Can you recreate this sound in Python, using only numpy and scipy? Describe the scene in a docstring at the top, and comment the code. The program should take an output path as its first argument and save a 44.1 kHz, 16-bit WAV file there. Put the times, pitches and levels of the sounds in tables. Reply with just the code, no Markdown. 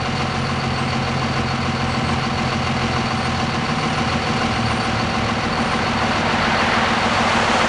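"""A big diesel idles on a street, close to the microphone. Its exhaust throbs, uneven knocks, the same
on every cycle, ring the block and covers, and a belt chirps. Further off a second truck rolls slowly up,
its drone sinking as it slows, with faint high squeaks; a low hum swells and fades midway. Towards the
end a car's tyres roar past on rough asphalt, about 8.5 m away. Behind it all: rumble and far traffic."""
import sys
import numpy as np
from scipy import signal
from scipy.fft import rfft, irfft
from scipy.io import wavfile
from scipy.ndimage import uniform_filter1d

SR = 44100
rng = np.random.default_rng(int(sys.argv[2]) if len(sys.argv) > 2 else 0)


def store_wav(level_fs):
    """Save 16-bit WAV to argv[1]."""
    pcm = np.round(np.clip(np.atleast_2d(level_fs), -1, 1) * 32767)
    wavfile.write(sys.argv[1], SR, pcm.T.astype(np.int16))


N = 338688
T = np.arange(N) / SR
IDLE_HZ = 6.883  # four-stroke cycles per second of the near diesel


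def undb(db):
    """Decibels to gain."""
    return 10 ** (np.asarray(db) / 20)


def level(x, db):
    """Scale to an rms level."""
    return x * undb(db) / np.sqrt(np.mean(x ** 2))


def walk(rate):
    """Random levels held 1 / rate s and smoothed twice; rms 1."""
    hold = max(int(SR / rate), 1)
    held = np.repeat(rng.standard_normal(N // hold + 1), hold)
    return level(uniform_filter1d(uniform_filter1d(held, hold), hold)[:N], 0)


def colour(x, spectrum):
    """Filter by (f/Hz, level/dB) points; rms 1."""
    hz, db = np.transpose(spectrum)
    f = np.maximum(np.fft.rfftfreq(N, 1 / SR), 1)
    response = undb(np.interp(np.log(f), np.log(hz), db))
    return level(irfft(rfft(x) * response, N), 0)


def noise(spectrum):
    """Noise with the given spectrum; rms 1."""
    return colour(rng.standard_normal(N), spectrum)


def ring(x, modes):
    """Drive resonances (f/Hz, width/Hz, level/dB), each applied twice for steep skirts; rms 1."""
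    f = np.maximum(np.fft.rfftfreq(N, 1 / SR), 1)
    response = sum(undb(db) / (1 + .5j * (f * f - hz * hz) / (f * width)) ** 2 for hz, width, db in modes)
    return level(irfft(rfft(x) * response, N), 0)


def rasp(hz, jitter_hz):
    """A rough tone: its pitch jumps about as the contact sticks and slips."""
    return np.sqrt(2) * np.sin(2 * np.pi * np.cumsum(hz + jitter_hz * walk(900)) / SR)


# spectrum of the street all around the microphone: f/Hz, level/dB
STREET_RUMBLE = [(20, -35), (50, -5), (70, -2), (100, -2), (160, 1), (200, -6.5), (245, 1.5), (300, -9.5),
                 (600, -7), (2000, -42)]

def street_rumble():
    """The street's low, wavering rumble."""
    return undb(-31.5 + 1.8 * walk(8.7)) * noise(STREET_RUMBLE)


# spectrum of tread on asphalt, for far traffic and the passing car: f/Hz, level/dB
TREAD_ROAR = [(60, -21), (200, -14), (370, -7), (550, 1.5), (850, 3.5), (1300, 2), (1750, 0), (2500, -6),
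              (4000, -11.5), (7000, -30), (10000, -40.5)]

def far_traffic():
    """The steady roar of tyres on roads further off."""
    return noise(TREAD_ROAR) * undb(-30 + 0.3 * walk(18))


def hum(start_s=3.25, attack_s=0.57, hz=154.8, sag_hz_per_s=5.04, fade_db_per_s=15):
    """One low tone that swells, sags in pitch and fades."""
    age = np.maximum(T - start_s, 0)
    fade_db = fade_db_per_s * np.maximum(age - attack_s, 0)
    envelope = np.minimum(age / attack_s, 1) * undb(-27.5 - fade_db)
    return np.sqrt(2) * envelope * np.sin(2 * np.pi * np.cumsum(hz - sag_hz_per_s * age) / SR)


# thin squeaks, faint at the microphone: t/s, length/s, first f/Hz, last f/Hz, level/dB
HIGH_SQUEAKS = [(.28, 0.33, 8660, 9300, -57), (0.726, 0.2, 8240, 8400, -54), (1.861, 0.17, 8200, 7750, -53),
                (2.02, 0.13, 7940, 8340, -49), (3.14, 0.16, 8650, 8800, -52), (3.7, .3, 8700, 9050, -53),
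                (4.517, .25, 8400, 8800, -53), (4.66, 0.22, 9100, 8840, -48), (5.55, .27, 8700, 8850, -51)]

def squeaks():
    """Gritty tones that bend to their final pitch."""
    out = np.zeros(N)
    for start, length, from_hz, to_hz, db in HIGH_SQUEAKS:
        along = np.clip((T - start) / length, 0, 1)
        hz = to_hz + (from_hz - to_hz) * (1 - along) ** 2
        envelope = 2 * np.sqrt(along * (1 - along))
        out += undb(db) * envelope * rasp(hz, jitter_hz=138.4)
    return out * undb(3.1 * walk(55))


# a harmonic of the far truck's exhaust stack, as loud as it arrives at each pitch: f/Hz, level/dB
EXHAUST_STACK = [(35, -50), (44, -47.5), (70, -42.5), (86, -32.5), (102, -45.5), (110, -38), (116, -30.5),
                 (123, -33), (128, -28)]

def rolling_truck(start_hz=44.62, idle_hz=34.6, ease_hz_per_s=.6, throttle_off_s=3.1, drop_hz_per_s=1.8):
    """Only low firing harmonics carry this far; as the truck slows they leave the stack's resonances."""
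    coasting_s = np.maximum(T - throttle_off_s, 0)
    firing_hz = np.maximum(start_hz - ease_hz_per_s * T - drop_hz_per_s * coasting_s, idle_hz)
    phase = 2 * np.pi * np.cumsum(firing_hz * (1 + 0.0023 * walk(7.77))) / SR
    stack_hz, stack_db = np.transpose(EXHAUST_STACK)
    drone = sum(undb(np.interp(k * firing_hz, stack_hz, stack_db)) * np.sin(k * phase) for k in (1, 2, 3))
    unsteady_db = np.interp(firing_hz, [40, 43.5], [2.6, .8])  # wavers more as it nears idle
    return np.sqrt(2) * drone * undb(unsteady_db * walk(14))


# tyre spectra, the treble beamed up the street and the hiss abreast of the microphone: f/Hz, level/dB
TREAD_TREBLE = [(400, -30), (1000, -12), (1700, 4.5), (2300, 1), (3200, -10), (6000, -28.5)]
SIDE_HISS = [(60, -18), (180, -17), (350, -8), (470, 1.5), (680, 2), (850, 5), (1050, 0.5), (1300, 1),
             (2000, -5.5), (3000, -6.5), (4500, -16), (6500, -18), (10000, -30.5)]

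def passing_car(abreast_s=7.51, speed_m_s=14.1, lane_m=8.54):
    """The wedge between tyre and road beams the roar ahead; abreast, the sideways hiss takes over."""
    ahead_m = speed_m_s * (abreast_s - T)
    nearness = lane_m / np.hypot(ahead_m, lane_m)
    angle_deg = np.degrees(np.arctan2(lane_m, ahead_m))  # from the car's heading to the microphone
    wide_beam = np.exp(-((angle_deg - 31.3) / 21.8) ** 2)
    narrow_beam = np.exp(-((angle_deg - 35.8) / 5.8) ** 2)
    sideways = np.sin(np.radians(angle_deg)) ** 2
    roar = noise(TREAD_ROAR) * undb(-24 + 9 * wide_beam + 0.21 * walk(11))
    treble = noise(TREAD_TREBLE) * undb(-23) * narrow_beam
    hiss = noise(SIDE_HISS) * undb(-19.5 + 0.49 * walk(25)) * sideways
    return nearness * (roar + treble + hiss)


def offset(cycles, place):
    """Signed distance, in cycles, from a place in the engine's cycle."""
    return (cycles - place + .5) % 1 - .5


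# the near diesel's belt: place/cycle, length/s, f/Hz, glide/Hz, relative level/dB
BELT_CHIRPS = [(0.077, .02, 4500, 130, -2), (0.168, 0.013, 4533, 33, -2.5), (.19, .024, 4296, -59, -6),
               (0.258, .014, 4500, -62, -1), (.39, 0.029, 4360, -43.5, -3.5),
               (.425, .018, 4530, 39.5, -5.5), (0.532, .022, 4540, 82, -4), (0.714, .028, 4500, 0, -7.5),
               (0.903, 0.024, 4490, 41.5, -6)]

def belt(cycles, arch_hz=49.3, scatter_db=3):
    """Rasping chirps, probably the belt slipping, return every cycle; each arches in pitch."""
    out = np.zeros(N)
    for place, length_s, hz, glide_hz, db in BELT_CHIRPS:
        along = np.clip(offset(cycles, place) / IDLE_HZ / length_s, -.5, .5)
        pitch = hz + glide_hz * along - arch_hz * (2 * along) ** 2
        envelope = np.sqrt(np.abs(np.cos(np.pi * along)))
        out += envelope * undb(db + scatter_db * walk(14)) * rasp(pitch, jitter_hz=58.1)
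    return level(out, -38.5)


def rattling(cycles, places, knocks_db, rise_s, decay_s, repeat, sustain, scatter_db):
    """A rounded noisy burst after each knock; a share of its grain returns every cycle, the rest is new."""
    latest = np.searchsorted(places, cycles % 1) - 1
    age = (cycles - places[latest]) % 1 / IDLE_HZ
    force = undb(knocks_db[latest] + scatter_db * walk(80))
    burst = uniform_filter1d(force * (np.exp(-age / decay_s) + sustain), int(rise_s * SR))
    period = int(SR / IDLE_HZ)
    phases = 2 * np.pi * rng.random(N // 2)[:period // 2 + 1]
    flat_noise = level(irfft(np.exp(1j * phases), period), 0)
    grain = np.interp(cycles % 1 * period, np.arange(period), flat_noise)
    return burst * (np.sqrt(repeat) * grain + np.sqrt(1 - repeat) * rng.standard_normal(N))


def blows(cycles, places, knocks_db, scatter_db, jitter_s, contact_s=.0001):
    """A sharp push at each knock, slightly different in force and timing every time."""
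    place = (cycles + IDLE_HZ * jitter_s * walk(60)) % 1
    nearest = np.searchsorted((places[1:] + places[:-1]) / 2, place)
    off_s = (place - places[nearest]) / IDLE_HZ
    return np.exp(-(off_s / contact_s) ** 2) * undb(knocks_db[nearest] + scatter_db * walk(60))


# the near diesel's knocks: place/cycle, then relative level/dB in cover, block, plate and rattle
CYCLE_KNOCKS = [(.035, -3, 0, -6, -1), (.098, -11, -15, -6, -1.5), (.213, -7, -7, -5, -1.5),
                (.237, -4, -10, -2, -2), (.341, -4, -17, 3, -1), (.387, -8, 4, -9, 0),
                (.452, -9, 0, -12, -1), (.513, -15, -5, -2, -.5), (.565, -2, -7, -8, -1.5),
                (.664, -12, -9, -8, -.5), (.737, -9, 0, -7, -2), (.847, -5, -5, -5, -1.5),
                (.918, -8, -9, -11, -2.5)]
# resonances of its covers, block, thin plate, loose parts and valve gear: f/Hz, width/Hz, level/dB
COVER_MODES = [(746.6, 30, 3.5), (765, 27, -3)]
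BLOCK_MODES = [(1062, 56, 1), (1142, 34, -1)]
PLATE_MODES = [(1234, 50, -5.5), (1328, 28, -0.5), (1437, 130, -3.5)]
LOOSE_MODES = [(354.4, 27, -1), (475, 45, -5), (2058, 88, 1), (2838, 97, -5.5)]
VALVE_MODES = [(5260, 200, 0.5), (5880, 300, 1), (6700, 300, -3)]
# spectrum of the whole engine's rattle from close by: f/Hz, level/dB
ENGINE_RATTLE = [(150, -9), (290, 1.5), (410, -0.5), (500, 0.5), (620, -2), (760, 0.5), (900, -3.5),
                 (1080, 2.5), (1450, -2.5), (1750, -6), (2300, -1), (2900, -2), (3400, -8.5), (4100, -7.5),
                 (4950, -12), (5250, -12.5), (5900, -13), (6250, -17.5), (6750, -17), (7600, -22.5),
                 (10000, -27)]

def clatter(cycles):
    """Combustion and valve knocks ring the metal, tick in the valve gear and set the engine rattling."""
    places, cover_db, block_db, plate_db, rattle_db = np.transpose(CYCLE_KNOCKS)
    rattle = rattling(cycles, places, rattle_db,
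                      rise_s=0.0035, decay_s=0.008, repeat=0.55, sustain=1.75, scatter_db=0.78)
    ticks = rattling(cycles, places, rattle_db,
                     rise_s=0.001, decay_s=0.005, repeat=0.85, sustain=0.05, scatter_db=2.5)
    cover = ring(blows(cycles, places, cover_db, scatter_db=0.5, jitter_s=0.00003), COVER_MODES)
    block = ring(blows(cycles, places, block_db, scatter_db=1.3, jitter_s=0.00006), BLOCK_MODES)
    plate = ring(blows(cycles, places, plate_db, scatter_db=1.7, jitter_s=0.00005), PLATE_MODES)
    rattles = undb(-1) * colour(rattle, ENGINE_RATTLE) + undb(-15.5) * ring(rattle, LOOSE_MODES)
    knocks = undb(-5) * cover + undb(-7) * block + undb(-10.5) * plate
    return rattles + knocks + undb(-25) * ring(ticks, VALVE_MODES)


# strong puffs from the near exhaust: place/cycle, relative level/dB
EXHAUST_PUFFS = [(.246, -15.5), (.487, -7.2), (.579, -6.3), (.915, -3.8)]
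# the boom of its pipe: f/Hz, width/Hz, level/dB
PIPE_MODES = [(231, 17.5, 0)]
# exhaust and body tones: multiple of the cycle rate, relative level/dB
ENGINE_ORDERS = [(6, -46), (12, -40.5), (14, -42), (15, -47), (16, -44.5), (20, -43.5), (21, -46),
                 (22, -45), (24, -45), (27, -39.5), (45, -48), (51, -44), (65, -47), (70, -45), (72, -47.5),
                 (78, -44.5), (96, -51), (192, -50)]

def exhaust(cycles):
    """Unequal puffs boom in the pipe, a chug twice a cycle, over tones on multiples of the cycle rate."""
    puffs = sum(undb(db) * np.exp(-(offset(cycles, place) / .005) ** 2) for place, db in EXHAUST_PUFFS)
    boom = undb(-29.5) * ring(puffs * undb(0.26 * walk(21)), PIPE_MODES)
    starts = rng.random(len(ENGINE_ORDERS))
    tones = sum(undb(db) * np.sin(2 * np.pi * (order * cycles + start) + 0.052 * walk(5))
                for (order, db), start in zip(ENGINE_ORDERS, starts))
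    return boom + np.sqrt(2) * tones * undb(.5 * walk(15))


def idling_diesel(cycles):
    """Exhaust and clatter from close by; moving air makes the clatter waver a little."""
    return undb(1.96) * exhaust(cycles) + undb(-26 + 0.51 * walk(7.6)) * clatter(cycles)


# slow swell of the diesel and the rumble at the microphone: t/s, level/dB
SLOW_SWELL = [(0, -2), (2, -0.5), (4.4, 0.48), (7.68, 0.3)]

def scene():
    """One microphone on the street: the diesel close by, the truck further off, the car going past."""
    cycles = IDLE_HZ * T + 0.002367 * walk(2.5)  # the crank runs ahead or behind as the governor hunts
    swell = undb(np.interp(T, *np.transpose(SLOW_SWELL)))
    near = swell * (idling_diesel(cycles) + street_rumble()) + belt(cycles)
    return (near + far_traffic() + rolling_truck() + hum() + squeaks() + passing_car())[None]


def record(dry, bottom_hz=32, top_hz=10100):
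    """The small microphone drops the deepest bass; the top is cut steeply."""
    low_cut = signal.butter(4, bottom_hz, "highpass", fs=SR, output="sos")
    high_cut = signal.ellip(12, .2, 95, top_hz, fs=SR, output="sos")
    return signal.sosfilt(high_cut, signal.sosfilt(low_cut, dry))


dry = scene()
out = record(dry)
store_wav(out)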